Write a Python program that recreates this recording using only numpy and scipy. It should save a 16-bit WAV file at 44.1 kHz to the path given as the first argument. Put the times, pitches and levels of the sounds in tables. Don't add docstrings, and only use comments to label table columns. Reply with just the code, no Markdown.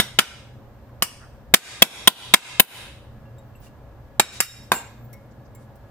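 import sys
import numpy as np
from scipy import signal
from scipy.fft import rfft, irfft
from scipy.io import wavfile
from scipy.ndimage import uniform_filter1d

SR = 44100
rng = np.random.default_rng(int(sys.argv[2]) if len(sys.argv) > 2 else 0)


def nominal_scale(level):
    x = np.asarray(level, float) / 20
    return 10 ** x


def log_audio(samples):
    frames = np.atleast_2d(samples).T
    limited = np.clip(frames, -1, 1)
    pcm = np.round(limited * 32767).astype(np.int16)
    wavfile.write(sys.argv[1], SR, pcm)


N = 260190

# start in seconds, level in dB, brightness in dB per octave, chatter in ms, bounce in ms.
BLOWS = [(0.0, -5.5, 3, 4.8, .525), (0.188, -1.5, -1, 10, 2.35), (1.023, -4.5, 2.5, 8.3, .02),
         (1.539, 13.5, 0.5, 12, 2.5), (1.821, 14.5, 4.5, 4.0, 1.51), (2.0743, 14.5, 5, 6.4, 2.1),
         (2.338, 13, 0, 7.4, 2.155), (2.597, 16.5, 14.5, 12, 2.245), (4.197, 0.5, -1, 8.1, .02),
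         (4.4034, -2, 1.5, 23, .02), (4.7183, -4.5, 0.5, 3.9, .02), (4.735, -23.5, 11, 25, .02)]
# frequency in Hz, level in dB per Hz.
CRACK_SPECTRUM = [(35, -62), (120, -22), (400, -13.5), (760, -6), (1500, 6.5), (2900, 3.5), (3900, -9.5),
                  (4700, 1.5), (6200, -2), (9000, -0.5), (13100, -4), (15400, -5), (16500, -42.5)]

# frequency in Hz, width in Hz, level in dB.
BASE_ON_COUNTER = [(209, 56, -20), (694, 150, -5.35), (860, 100, -12.5), (1023, 30, -11), (1154, 70, -12.5),
                   (1490, 87, -10.5), (1684, 86, -6), (2050, 140, -4.5), (2180, 100, -6.5),
                   (2613, 43, -7.5), (3007, 98, 2), (3342, 46, -2.5), (3695, 40, -5), (3730, 240, -6)]
LIP_ON_COUNTER = [(191.6, 86, -14.5), (747, 71, -17.5), (1148, 73, -8), (2180, 87, -12.5), (3010, 100, -2),
                  (3997, 410, 0.5)]
CUP_ON_BASKET = [(850, 130, 1), (1830, 140, -11), (2300, 200, -6), (3400, 150, -6), (3770, 120, -1),
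                 (7480, 90, 0)]
CUP_INTO_BASKET = [(930, 71, -20), (1650, 145, -6), (2730, 115, -6), (5390, 135, -4), (7480, 200, 3)]
GLASS_ON_TRAY = [(138, 170, -13.5), (1004, 53, -4.5), (1120, 120, 2), (1567, 86, 2.5), (1863, 190, -5),
                 (2450, 86, -8), (3640, 83, -4.5)]

# frequency in Hz, level in dB, T60 in seconds.
CUP_HELD = [(1730, -16, 0.15), (3210, -7, 0.27), (3634, 1, 0.21), (5100, -10, .25), (5800, -9.5, .3)]
CUP_LIP = [(1410, -6, 0.18), (2900, 1.5, .3), (4840, -5, .3), (5270, -7, .3), (7500, -8, 0.26),
           (9160, -13.5, 0.2)]
CUP_TAPPED = [(950, -12, 0.36), (2530, -5, .15), (3450, -4, .2), (3745, 4, .2), (4900, -8.5, .2),
              (8100, -3.5, .2)]
CUP_FREE = [(2767, -9, .3), (3779, -5, .55), (5390, -7, .45), (7380, -8, .3), (7596, -4, .15)]
CUP_SEATED = [(2767, -7, .35), (3779, -10, .5), (5390, -8, .45), (7390, -2, .3), (7596, 1, .1),
              (12900, -13, .5)]
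GLASS = [(916.6, -17, 0.3), (2778, -15, 0.3), (7402, 2, 0.19), (12350, -9, .14), (13900, -18, 0.11)]

# start in seconds, level in dB, frequency in Hz, T60 in seconds, click in dB.
TICKS = [(3.256, -60, 2750, .15, -82), (3.384, -55.5, 7530, 0.068, -63), (3.383, -60.5, 3780, .12, -81),
         (3.552, -50, 2715, 0.055, -89), (3.555, -60, 13100, 0.11, -91), (3.556, -60, 7740, 0.094, -80.5),
         (3.602, -54, 15470, 0.15, -80.5), (3.668, -49.5, 2766, 0.052, -88.5),
         (3.67, -68.5, 8740, 0.055, -83), (4.332, -34, 2620, 0.03, -50), (4.866, -47.5, 7410, 0.087, -66),
         (4.866, -56, 2800, 0.1, -72.5), (5.13, -55.5, 5580, 0.088, -45.5),
         (5.134, -49.5, 2180, 0.21, -66.5), (5.136, -56, 2000, 0.1, -80.5), (5.5495, -54, 7500, 0.068, -51),
         (5.555, -55, 2180, 0.12, -88.5), (5.756, -72, 5970, 0.029, -59.5)]
# start in seconds, length in seconds, level in dB, centre in Hz, width in Hz.
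RUSTLES = [(1.179, 0.1, -50.5, 1400, 550), (5.05, 0.28, -78, 8800, 5550), (4.29, 0.13, -40, 4700, 5700),
           (3.42, 0.11, -75, 15000, 3800), (3.593, 0.12, -56, 3200, 12000), (5.3, 0.036, -67, 6300, 1900),
           (5.44, 0.039, -66.5, 5600, 1800), (5.56, 0.12, -66.5, 7900, 6000)]
# time in seconds, frequency in Hz, level in dB.
SQUEAK_TRACK = [(4.851, 12700, -104), (4.899, 13200, -62.5), (4.942, 13800, -74), (4.98, 13600, -76.5),
                (5.02, 14200, -68), (5.062, 15100, -64.5), (5.1, 13500, -63.5), (5.141, 12600, -64),
                (5.18, 11500, -78)]

# frequency in Hz, T60 in seconds.
ROOM_T60 = [(100, 0.44), (700, 0.48), (2500, 0.6), (7000, 0.56), (15000, 0.15)]
# frequency in Hz, level in dB per Hz.
NOISE_SPECTRUM = [(12, -43.5), (20, -12.5), (117, -7), (174, -22), (218, -11.5), (265, -18.5), (416, -21.5),
                  (506, -20), (551, -20.5), (816, -22.5), (1690, -32.5), (2240, -38.5), (11100, -55.5),
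                  (14300, -47), (16500, -73.5)]
# frequency in Hz, width in Hz, level in dB.
HUM_BANDS = [(59.04, 15, 7), (120.84, 9.6, 11.5), (146, 7.7, 7.5), (206, 16, 3), (554, 30, 9.5),
             (1680, 20, 12), (14000, 400, 6), (15400, 1200, 6)]

HELD_DB, LIP_DB, TAPPED_DB, FREE_DB, SEATED_DB = -25.5, -32.5, -31.5, -22, -16.5
LANDING_DB, ROCKING_DB = -36.5, -16.5
KNOCK_DB, WALL_KNOCK_DB, WALL_RING_DB, WALL_BLUR = -2, -2.5, -5.0, 3.6
RING_ROUGH, FLUTTER_HZ = .5, 50
BOUNCE_FLOOR, BOUNCE_ABOVE_HZ = 0.04, 400
KNOCK_LAG_SAMPLES, RING_LAG_SAMPLES = 4, 2
PORT_NULL_HZ, BASS_ALIKE = 3100, .9
ROOM_DB, EARLY_DB, EARLY_T60_S = -10.5, -13, .075
NOISE_DB = -44.5
OVERLOAD_DB, DIP_PER_DB = 1.86, 1.197
REACT_S, GRAB_S, GRAB_SHARE = .007, .004, .8
CREEP_S, RELEASE_S, RELEASE_BEND = .06, 0.088, 1.3
LOW_CUT_HZ = 120


def unit(x):
    return x / np.sqrt(np.mean(x ** 2))


def wander(shape, size, mode="reflect"):
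    return uniform_filter1d(rng.standard_normal(shape), size, mode=mode)


def add(out, start_s, x):
    i = int(start_s * SR)
    out[:, i:i + x.shape[-1]] += x[..., :N - i]


def on_log(table, hz):
    table_hz, value = np.transpose(table)
    return np.interp(np.log(np.maximum(hz, 1)), np.log(table_hz), value)


def causal(gain):
    cepstrum = irfft(np.log(gain))
    half = len(cepstrum) // 2
    cepstrum[1:half] *= 2
    cepstrum[half + 1:] = 0
    return irfft(np.exp(rfft(cepstrum)))


def diffuse(size, gain):
    hz = np.fft.rfftfreq(size, 1 / SR)
    alike = BASS_ALIKE * np.sinc(np.minimum(hz / PORT_NULL_HZ, 1))
    noise = rfft(rng.standard_normal((2, size)))
    mid, side = noise * gain(hz) * np.sqrt([1 + alike, 1 - alike])
    return irfft(np.array([mid + side, mid - side]), size)


def modes(table, size):
    t = np.arange(size) / SR
    out = 0
    for hz, db, t60_s in table:
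        out = out + nominal_scale(db) * np.exp(-np.log(1000) * t / t60_s) * np.sin(2 * np.pi * hz * t)
    return out


def blow(db, bright_db, ring_db, chatter_ms, knock, ring):
    size = 34000
    t = np.arange(size) / SR
    spread = crack(db, bright_db, chatter_ms)
    body = modes(damped(knock, db + KNOCK_DB), size)
    tone = nominal_scale(ring_db) * ringing(ring, t) * (1 - np.exp(-t * 2000 / chatter_ms))
    second_port = np.roll(body, KNOCK_LAG_SAMPLES) + np.roll(tone, RING_LAG_SAMPLES)
    ports = np.array([body + tone, second_port])
    ports[:, :spread.shape[1]] += spread
    walls = modes(damped(knock, db + WALL_KNOCK_DB, WALL_BLUR), size) + nominal_scale(WALL_RING_DB) * tone
    walls[:spread.shape[1]] += spread[0]
    return ports, walls[None]


def crack(db, bright_db, chatter_ms):
    hz = np.fft.rfftfreq(1024, 1 / SR)
    tilt_db = bright_db * np.log2(np.maximum(hz, 500) / 2000)
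    response = causal(nominal_scale(on_log(CRACK_SPECTRUM, hz) + tilt_db))
    t = np.arange(6000) / SR
    push = (1 - np.exp(-t / 0.00025)) * np.exp(-t * 1000 / chatter_ms)
    spread = signal.fftconvolve(push * diffuse(6000, np.ones_like), response[None])
    return spread * nominal_scale(db) / np.max(np.abs(spread))


def damped(knock, db, blur=1):
    return [(hz, db + mode_db, np.log(1000) / (np.pi * width_hz * blur)) for hz, width_hz, mode_db in knock]


def bounced(knock, bounce_ms):
    out = []
    for hz, width_hz, db in knock:
        if hz > BOUNCE_ABOVE_HZ:
            db = db + 10 * np.log10(BOUNCE_FLOOR + np.cos(np.pi * hz * bounce_ms / 1000) ** 2)
        out.append((hz, width_hz, db))
    return out


def ringing(table, t):
    out = 0
    for hz, db, t60_s in table:
        a, b = wander((2, len(t)), int(SR / FLUTTER_HZ), mode="wrap")
        waver = 1 - RING_ROUGH + RING_ROUGH * (unit(a) + 1j * unit(b)) / np.sqrt(2)
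        out = out + nominal_scale(db - 60 * t / t60_s) * np.imag(waver * np.exp(2j * np.pi * hz * t))
    return out


def ticks():
    out = np.zeros((2, N))
    for start_s, db, hz, t60_s, click_db in TICKS:
        click = rng.standard_normal((2, 600)) * np.exp(-np.arange(600) / 690.0)
        add(out, start_s, modes([(hz, db, t60_s)], 8000)[None])
        add(out, start_s, nominal_scale(click_db) * np.diff(click))
    return out


def rustles():
    out = np.zeros((2, N))
    for start_s, length_s, db, centre_hz, width_hz in RUSTLES:
        size = int(length_s * SR)
        grains = unit(diffuse(size, lambda f: np.exp(-((f - centre_hz) / width_hz) ** 2)))
        add(out, start_s, nominal_scale(db) * grains * np.hanning(size))
    return out


def squeak():
    time_s, hz, db = np.transpose(SQUEAK_TRACK)
    t = np.arange(N) / SR
    waver = 1 + .01 * unit(wander(N, 150))
    phase = 2 * np.pi * np.cumsum(np.interp(t, time_s, hz) * waver) / SR
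    grip_db = 4 * unit(wander(N, 700))
    level_db = np.interp(t, time_s, db, left=-150, right=-150)
    return nominal_scale(level_db + grip_db) * np.sin(phase)


def room(dry):
    t = np.arange(SR) / SR
    tail = np.zeros((2, SR))
    for hz in 60 * 2 ** np.arange(0, 8.6, .5):
        band = diffuse(SR, lambda f: np.exp(-(np.log2((f + 1) / hz) * 2) ** 2))
        late = nominal_scale(ROOM_DB - 60 * t / on_log(ROOM_T60, hz)) / np.sqrt(0.12 * SR)
        early = nominal_scale(EARLY_DB - 60 * t / EARLY_T60_S) / np.sqrt(.005 * SR)
        tail += band * (late + early) * np.minimum(t / 0.0013, 1)
    return signal.fftconvolve(dry.mean(axis=0)[None], tail)[:, :N]


def hum():
    def colour(f):
        peaks_db = sum(db / (1 + ((f - hz) / (width_hz / 2)) ** 2) for hz, width_hz, db in HUM_BANDS)
        return nominal_scale(on_log(NOISE_SPECTRUM, f) + peaks_db)

    scale = nominal_scale(NOISE_DB) / np.sqrt(np.mean(diffuse(N, colour) ** 2))
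    out = 0
    for lo_hz, hi_hz, swell_db in [(0, 90, 2.6), (87, 300, 1.5), (278, 1500, 0.59), (1500, 17000, 0.36)]:
        swell = unit(wander(N, 6000, mode="wrap"))
        band = diffuse(N, lambda f: colour(f) * (f >= lo_hz) * (f < hi_hz))
        out = out + nominal_scale(swell_db * swell) * band
    return scale * out


def scene():
    held = (BASE_ON_COUNTER, CUP_HELD, HELD_DB)
    lip = (LIP_ON_COUNTER, CUP_LIP, LIP_DB)
    tapped = (BASE_ON_COUNTER, CUP_TAPPED, TAPPED_DB)
    contacts = [held, held, lip] + [tapped] * 5
    contacts += [(CUP_ON_BASKET, CUP_FREE, FREE_DB), (CUP_INTO_BASKET, CUP_SEATED, SEATED_DB),
                 (GLASS_ON_TRAY, GLASS, LANDING_DB), (GLASS_ON_TRAY, GLASS, ROCKING_DB)]
    near = ticks() + rustles() + squeak()
    far = near.copy()
    for event, (knock, ring, ring_db) in zip(BLOWS, contacts):
        start_s, db, bright_db, chatter_ms, bounce_ms = event
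        ports, walls = blow(db, bright_db, ring_db, chatter_ms, bounced(knock, bounce_ms), ring)
        add(near, start_s, ports)
        add(far, start_s, walls)
    return near + room(far) + hum()


def dip(since_s):
    u = since_s - REACT_S
    grab = GRAB_SHARE * np.clip(u / GRAB_S, 0, 1)
    creep = (1 - GRAB_SHARE) * np.clip(u / CREEP_S, 0, 1)
    return (grab + creep) * np.exp(-(np.maximum(u - CREEP_S, 0) / RELEASE_S) ** RELEASE_BEND)


def gain_dip_db():
    t = np.arange(N) / SR
    out = np.zeros(N)
    for start_s, db, _, chatter_ms, _ in BLOWS:
        excess_db = max(db + 10 * np.log10(chatter_ms) - OVERLOAD_DB, 0)
        out += DIP_PER_DB * excess_db * dip(t - start_s)
    return out


def roll_off(x):
    return signal.sosfilt(signal.butter(12, 16660, fs=SR, output="sos"), x)


def record(dry):
    clipped = np.clip(dry * nominal_scale(-gain_dip_db()), -1, 1)
    low_pass = signal.butter(2, LOW_CUT_HZ, fs=SR, output="sos")
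    clipped -= signal.sosfiltfilt(low_pass, clipped * (np.abs(dry) > .12))
    return roll_off(clipped)


dry = scene()
out = record(dry)
log_audio(out)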